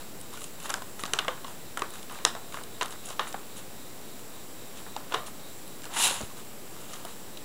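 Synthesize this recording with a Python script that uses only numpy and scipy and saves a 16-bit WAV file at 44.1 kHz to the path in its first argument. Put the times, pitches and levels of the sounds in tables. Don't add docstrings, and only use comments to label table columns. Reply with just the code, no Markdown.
import sys
import numpy as np
from scipy import signal
from scipy.fft import rfft, irfft
from scipy.io import wavfile
from scipy.ndimage import uniform_filter1d

SR = 44100
rng = np.random.default_rng(int(sys.argv[2]) if len(sys.argv) > 2 else 0)


def unload_wav(signal):
    wavfile.write(
        sys.argv[1],
        SR,
        np.round(np.clip(np.atleast_2d(signal).T, -1, 1) * 32767).astype(np.int16),
    )


def invert_db(x):
    u = np.asarray(x, float) / 20
    return 10 ** u


N = 328104

# (frequency [Hz], density [dB per Hz])
HUM_SPECTRUM = [(20, -17), (50, -9.5), (110, -3), (200, -1), (400, -2.5), (800, -8), (1600, -13.5),
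                (3000, -16), (5000, -17.5), (6300, -19.5), (8500, -19), (11500, -17.5), (12300, -21.5),
                (16000, -19)]
# (frequency [Hz], width [Hz], level [dB])
MIC_RESONANCES = [(7590, 770, -56.5), (10900, 1700, -64)]
# (frequency [Hz], width [Hz], level [dB], throb depth [0-1])
INSECTS = [(3834, 390, -65.5, 0.6)]
# (time [s], level [dB])
CHORUS_SWELL = [(0, 3.5), (1, -3), (1.6, 4), (2.5, 4), (3.5, 5), (4.5, 3.5), (5.5, 6), (6.3, -3),
                (6.7, -18), (7, 0), (7.44, 2)]
# (time [s], level [dB])
CRICKET_LEVEL = [(0, -72), (1.2, -72), (2.2, -69), (3, -73), (3.8, -68), (5.5, -68), (6.2, -72), (7, -70),
                 (7.44, -68)]
# (loudest time [s], length [ms], level [dB], tilt from sheet to fibre hiss [dB])
RUSTLES = [(.01, 42, -51.5, -2), (0.345, 70, -50, -1.5), (0.419, 88, -53, 4), (.625, 61, -50, .6),
           (0.658, 30, -42, -2.5), (0.704, 71, -45, -3), (1.004, 41, -49, 3.5), (1.055, 88, -53, -4),
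           (1.487, 71, -52.5, 0), (1.954, 82, -50, -.6), (2.03, 60, -59, 2.5), (2.131, 120, -51.5, -4.5),
           (2.548, 57, -48.5, -3), (2.6, 60, -54, -4), (2.921, 46, -50, 1.2), (3.06, 55, -52, 6),
           (3.103, 60, -47, -3), (3.283, 43, -49, 2), (3.578, 54, -49, 2), (4.779, 74, -51.5, -1),
           (5.125, 45, -51.5, -6), (6.25, 36, -52.5, 7), (5.273, 30, -46, 1.5), (5.86, 38, -54, -5),
           (5.91, 40, -54, -10), (6.31, 54, -55.5, -2), (6.38, 63, -51.5, 1.2), (6.8, 320, -57.5, 2),
           (6.93, 170, -53, -1.5), (7.086, 104, -53, -0.5)]
# (time [s], peak [dB], pitch [Hz], crispness [dB])
TICKS = [(0.212, -27.5, 9520, -14), (0.4074, -29, 9500, -17), (0.2014, -31, 9300, -18),
         (0.6284, -29, 10300, -18), (0.6355, -34, 7020, -12), (0.6934, -24, 10800, -15),
         (0.7033, -19, 7770, -7.5), (1.061, -27, 7400, -7), (1.7745, -22.5, 9300, -19),
         (1.9046, -32, 9030, -11), (2.0288, -36.5, 7780, 1), (2.1221, -30, 10300, -17),
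         (2.147, -36, 7730, -13), (2.6358, -26, 7900, -9.5), (2.829, -20, 7040, -7),
         (2.8579, -25.5, 9900, -7), (2.881, -32, 7670, -9), (2.9063, -33.5, 7630, -5),
         (3.0875, -27, 6970, -19), (3.1014, -27, 7140, -14), (3.2084, -41, 7150, -5),
         (3.2889, -30, 10800, -15), (3.3265, -33, 7670, -3), (5.6775, -32, 10600, -11),
         (5.8187, -36, 7700, -5), (5.8354, -33, 6880, -5), (6.212, -26, 6700, -20), (6.38, -37, 9000, -19),
         (6.9337, -30, 6960, -13), (7.0504, -27, 10100, -10)]
# (time [s], sheet peak [dB], sheet pitch [Hz], crispness [dB])
SMALL_CREASES = [(0.336, -43, 1080, -2), (0.373, -36, 1450, -7.5), (0.417, -38, 1250, -5),
                 (0.441, -44, 1180, 5.5), (0.601, -43.5, 1650, -1), (0.701, -38, 1750, 0),
                 (0.82, -30, 1060, -12.5), (1.793, -32, 1130, -5), (1.937, -43, 1200, -1),
                 (1.955, -38, 1620, -8), (2.523, -38.5, 1500, -5), (2.925, -34, 1190, -12),
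                 (4.193, -50, 738, 2), (5.841, -36.5, 1680, -6), (6.057, -23, 950, -8),
                 (6.069, -23, 1000, -11), (6.934, -36, 1300, -9), (6.939, -37, 1280, -3.5)]
# (time [s], sheet peak [dB], sheet pitch [Hz], crispness [dB])
POPS = [(0.657, -29.5, 1340, -13), (0.699, -25.5, 1140, -9), (0.994, -29, 1320, -8.5),
        (1.054, -28.5, 1270, -4), (1.078, -33, 850, -14), (1.247, -27.5, 1250, -12),
        (1.377, -36, 1020, -21), (1.481, -34, 1000, -9), (2.097, -33.5, 1230, -10), (2.111, -38, 1050, -12),
        (2.159, -42, 616, -12), (2.188, -32, 1590, -18), (2.351, -26, 706, -12), (2.543, -26.5, 1110, -12),
        (2.572, -28, 1200, -24), (2.822, -18, 1036, -13), (3.105, -31.5, 660, -7), (3.271, -30, 1420, -20),
        (4.865, -33.5, 890, -26), (5.098, -35, 744, -16), (5.14, -19, 880, -14), (5.155, -24, 1100, -24),
        (5.177, -31, 855, -23), (5.185, -32, 1090, -21), (6.207, -29, 730, -13), (6.765, -36.5, 940, -12),
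        (6.998, -50, 926, -9), (7.05, -31, 690, -13)]
# (time [s], sheet peak [dB], sheet pitch [Hz], pitch of the stiff panel beside it [Hz], crispness [dB])
TEARS = [(0.74, -19, 1530, 3720, -5), (1.036, -23, 1180, 3900, -7), (1.135, -16, 1620, 2840, -5),
         (1.773, -19, 1325, 3050, -16), (1.82, -18, 1190, 2620, -15), (2.25, -11.5, 1280, 3360, -1.5),
         (4.964, -24, 866, 2660, -11.5), (5.854, -38, 947, 2820, -0.5)]
FOLDS = [(1.188, -19.5, 1500, 3150, -2.5), (1.281, -16, 1186, 3280, -11), (1.445, -31, 1110, 2890, -8.5),
         (2.811, -19.5, 1020, 2000, -6.5), (3.194, -15.5, 1154, 3740, -9.5), (3.343, -23, 815, 1820, -21),
         (5.122, -24, 1020, 2720, -11), (5.143, -17, 1090, 3820, -7), (7.372, -46, 783, 2800, 5)]
# (time [s], peak [dB], pitch [Hz], ring [s])
THUDS = [(1.036, -27.5, 275, 0.021), (1.136, -22.5, 430, 0.041), (1.282, -25, 505, 0.082),
         (1.821, -27.5, 396, .05), (2.251, -23, 480, 0.032), (5.142, -26, 436, 0.07),
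         (6.11, -27.5, 567, 0.043), (6.208, -57, 44.5, 0.17), (6.208, -30, 610, 0.043),
         (6.217, -27.5, 232, 0.035), (6.234, -26.5, 96, 0.029)]
# (time [s], peak [dB], pitch [Hz], ring [s])
WALL_RING = [(5.196, -38, 1200, 0.24)]
# (time [s], scraping level [dB])
SKID = [
    (5.9, -65),
    (5.94, -41.5),
    (5.975, -32.5),
    (6.01, -26.5),
    (6.045, -23.5),
    (6.078, -28),
    (6.11, -34),
    (6.17, -39),
    (6.24, -49),
]
# (frequency [Hz], width [Hz], level [dB])
SHEET = [(460, 870, -7), (940, 530, 2.5), (1250, 460, 4), (1750, 930, -6.5)]
CRACK = [(2876, 616, 5), (3785, 570, 3), (5680, 2800, -4.5)]
TICK = [(6990, 1300, 0.48), (9520, 2830, -2.1), (10600, 2050, -0.091)]
FINEST = [(13000, 2200, 0), (15000, 2000, -1)]
MAT = [(232, 300, -14.5), (920, 330, -2.5), (1500, 430, -8), (2000, 570, -11)]
WEAVE = [(2100, 610, -11)]
# (frequency [Hz], t60 [s], level [dB])
ROOM = [(308, 0.28, -20), (950, 0.45, -22.5), (3020, 0.24, -18.5), (8000, 0.24, -20.5)]
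NOTE_WIDTH = (0.19, 0.17, 0.13, .12)

BUCKLE_MS, TICK_OVER_CRACK_DB = (1.53, 3.4, 2.9, 1.3), (-2, -12.5, 3, -4.5)
CRACK_TOP_DB, SETTLE_KIND_DB = (6.5, -5.5, 1.5, 2), (-2, -1, -3.5, 0.5)
SETTLE_DB, SETTLE_PER_CRISP, SETTLE_MS = (-13.5, -23, -28), (0.023, 0.41, 0.62), 17


def level(x, db):
    return x * invert_db(db) / np.sqrt(np.mean(x ** 2))


def band(x, hz, width):
    return signal.lfilter(*signal.iirpeak(hz, hz / width, fs=SR), x)


def colour(x, modes):
    out = 0
    for k, (hz, width, db) in enumerate(modes):
        out = out + (-1) ** k * invert_db(db) * band(band(x, hz, width), hz, 2 * width)
    return out


def walk(rate):
    hold = int(SR / rate)
    steps = np.repeat(rng.standard_normal(N // hold + 1), hold)
    return 1.32 * uniform_filter1d(uniform_filter1d(steps, hold), hold)[:N]


def add(out, s, burst, db):
    i = int(s * SR)
    out[i:i + len(burst)] += (burst * invert_db(db) / np.abs(burst).max())[:N - i]


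def slips(power, modes, swing_db, share):
    size = invert_db(2.0 * np.minimum(rng.exponential(size=N), 5))
    grains = size * (rng.random(N) < share) * rng.standard_normal(N)
    return np.sqrt(power) * invert_db(swing_db) * level(colour(grains, modes), -2.45)


def buckling_creases():
    kinds = (TEARS, FOLDS, SMALL_CREASES, POPS)
    return [(*row[:3], row[-1], kind) for kind, rows in enumerate(kinds) for row in rows]


def sudden_noise(*shape):
    t = np.arange(2048) / SR
    return (1 - np.exp(-t / 0.00025)) * rng.standard_normal((*shape, 2048))


def hum_and_hiss():
    hz = np.fft.rfftfreq(N, 1 / SR)
    points_hz, points_db = np.transpose(HUM_SPECTRUM)
    shape = np.interp(np.log(hz + 1), np.log(points_hz), points_db)
    out = level(irfft(rfft(rng.standard_normal(N)) * invert_db(shape), N), -45.6)
    for f, width, db in MIC_RESONANCES:
        out += invert_db(0.81 * walk(9.6)) * level(colour(rng.standard_normal(N), [(f, width, 0)]), db)
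    return out


def insects():
    t, out = np.arange(N) / SR, np.zeros(N)
    throb_hz, loudest_s = 3.68, 4.10
    cricket_hz, waver_hz = 5655, 16
    swell = invert_db(np.interp(t, *np.transpose(CHORUS_SWELL)))
    for f, width, db, depth in INSECTS:
        throb = 1 + depth * np.cos(2 * np.pi * throb_hz * (t - loudest_s))
        out += throb * swell * level(colour(rng.standard_normal(N), [(f, width, 0)]), db)
    song = np.sin(2 * np.pi * np.cumsum(cricket_hz + waver_hz * walk(60)) / SR)
    song_db = np.interp(t, *np.transpose(CRICKET_LEVEL)) + 1.5 * walk(30)
    return out + np.sqrt(2) * invert_db(song_db) * song


def camera_whine():
    whine_hz, whine_db = 14947, -58
    return np.sqrt(2) * invert_db(whine_db) * np.sin(2 * np.pi * whine_hz * np.arange(N) / SR)


def rustle():
    t, power = np.arange(N) / SR, np.zeros((3, N))
    for s, ms, db, tilt in RUSTLES:
        near = slice(max(int((s - .2) * SR), 0), int((s + .3) * SR))
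        late = (t[near] - s) / (ms / 1000)
        shape = np.exp(-(late / np.where(late < 0, .25, .45)) ** 2)
        layers_db = db + np.array([-tilt, 0, tilt])
        power[:, near] += shape * invert_db(2 * layers_db + 3.5)[:, None]
    for s, db, _, crisp, kind in buckling_creases():
        near = slice(int(s * SR), int((s + .3) * SR))
        late = t[near] - s
        rise = 1 - np.exp(-(late / np.array([[.002], [.009], [.012]])) ** 2)
        fade = np.exp(-late / (SETTLE_MS / 1000))
        layers_db = db + SETTLE_KIND_DB[kind] + np.array(SETTLE_DB) + crisp * np.array(SETTLE_PER_CRISP)
        power[:, near] += rise * fade * invert_db(2 * layers_db)[:, None]
    bunch, out = walk(90), np.zeros(N)
    for p, modes, rough_db in zip(power, (SHEET, CRACK, TICK), (2.4, 2.1, 1.8)):
        out += slips(p, modes, rough_db * (0.45 * bunch + 1.03 * walk(170)), .14)
    return out


def claw_ticks():
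    out, t = np.zeros(N), np.arange(2048) / SR
    fade = np.sqrt(t) * np.exp(-t / 0.001)
    for (s, db, hz, crisp), z in zip(TICKS, sudden_noise(len(TICKS), 2)):
        add(out, s, colour(z[0] * fade, [(hz, 2500, 0)]), db - 3.0)
        add(out, s, colour(z[1] * fade, CRACK), db + crisp + 3.0)
    return out


def crease_snaps():
    out, t, rows = np.zeros((2, N)), np.arange(2048) / SR, buckling_creases()
    runs = sudden_noise(len(rows), 2, 3)
    runs[:, :, 0, 8] = 9.0
    runs[:, :, 1, 8] = 3.5
    runs[:, 1, 1:, 8] = 7.0
    for (s, sheet_db, hz, crisp, kind), both in zip(rows, runs):
        life = t / (BUCKLE_MS[kind] / 1000)
        crack_db = sheet_db + crisp
        top_hz, top_width, top_db = CRACK[-1]
        crack = CRACK[:-1] + [(top_hz, top_width, top_db + CRACK_TOP_DB[kind])]
        tick_db = crack_db + .2 * crisp + TICK_OVER_CRACK_DB[kind]
        for way, z, sharp in zip(out, both, (NOTE_WIDTH[kind], .6)):
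            sheet = [(hz, sharp * hz, 0), (.5 * hz, 400, -12), (1.34 * hz, 700, -8)]
            add(way, s, colour(z[0] * np.exp(-life / 1.53), sheet), sheet_db + 0.5)
            add(way, s, colour(z[1] * np.exp(-life), crack), crack_db + 7.0)
            add(way, s, colour(z[2] * np.sqrt(life) * np.exp(-life / 0.41), TICK), tick_db + 6.5)
    return out


def stiff_panels():
    out, t, rows = np.zeros(N), np.arange(2048) / SR, TEARS + FOLDS
    for (s, db, _, hz, crisp), z in zip(rows, sudden_noise(len(rows))):
        z[8] += 8.8
        add(out, s, colour(z * np.exp(-t / 0.0015), [(hz, 350, 0)]), db + crisp + 1.5)
    return out


def paper():
    out = crease_snaps()
    out[0] += claw_ticks() + stiff_panels()
    return signal.sosfilt(signal.butter(4, 12800, fs=SR, output="sos"), out)


def room(x):
    t = np.arange(SR // 2) / SR
    wall_s = 0.013
    rise = 1 / (1 + np.exp(-(t - wall_s) / 0.0036))
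    uneven_db = 2.2 * rng.standard_normal(len(t) // 64 + 1).repeat(64)[:len(t)]
    scatter = rng.standard_normal((len(ROOM), len(t))) * invert_db(uneven_db)
    tail = np.zeros(len(t))
    for (hz, t60, db), z in zip(ROOM, scatter):
        tail += invert_db(db - 17.5) * band(z, hz, 1.1 * hz) * np.exp(-np.log(1000) * t / t60)
    return signal.fftconvolve(x, rise * tail)[:N]


def thuds():
    out, t, rows = np.zeros(N), np.arange(8192) / SR, THUDS + WALL_RING
    for (s, db, hz, t60), z in zip(rows, rng.standard_normal((len(rows), len(t)))):
        fade = np.exp(-np.log(1000) * t / t60)
        add(out, s, fade * (np.sin(2 * np.pi * hz * t) + level(band(z, hz, hz), -8)), db)
    return out


def skid():
    full_speed_db, mat_top_db, mat_lead_s = -25, -31.5, 0.0093
    scrape = np.interp(np.arange(N) / SR, *np.transpose(SKID), -120, -120)
    below = scrape - full_speed_db
    mat_db = np.minimum(np.roll(scrape, -int(mat_lead_s * SR)), mat_top_db)
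    layers = [(mat_db, MAT, 1.0), (-24 + below, WEAVE + CRACK, 0.5),
              (-23.5 + 1.07 * below, TICK, 0.4), (-41 + 1.4 * below, FINEST, .5)]
    bunch, out = walk(110), np.zeros(N)
    for db, modes, rough_db in layers:
        out += slips(invert_db(2 * db), modes, rough_db * bunch + 0.4 * walk(190), .3)
    return out


def scene():
    still = hum_and_hiss() + insects() + camera_whine()
    (direct, to_walls), paws = paper(), thuds()
    mono = direct + paws + room(to_walls + paws) + rustle() + skid() + still
    return np.array([mono, mono])


def roll_off(x):
    return signal.sosfilt(signal.butter(12, 16980, fs=SR, output="sos"), x)


def record(dry):
    top = signal.ellip(14, .2, 80, 15760, fs=SR, output="sos")
    return roll_off(signal.sosfilt(top, dry) - .0096)


dry = scene()
out = record(dry)
unload_wav(out)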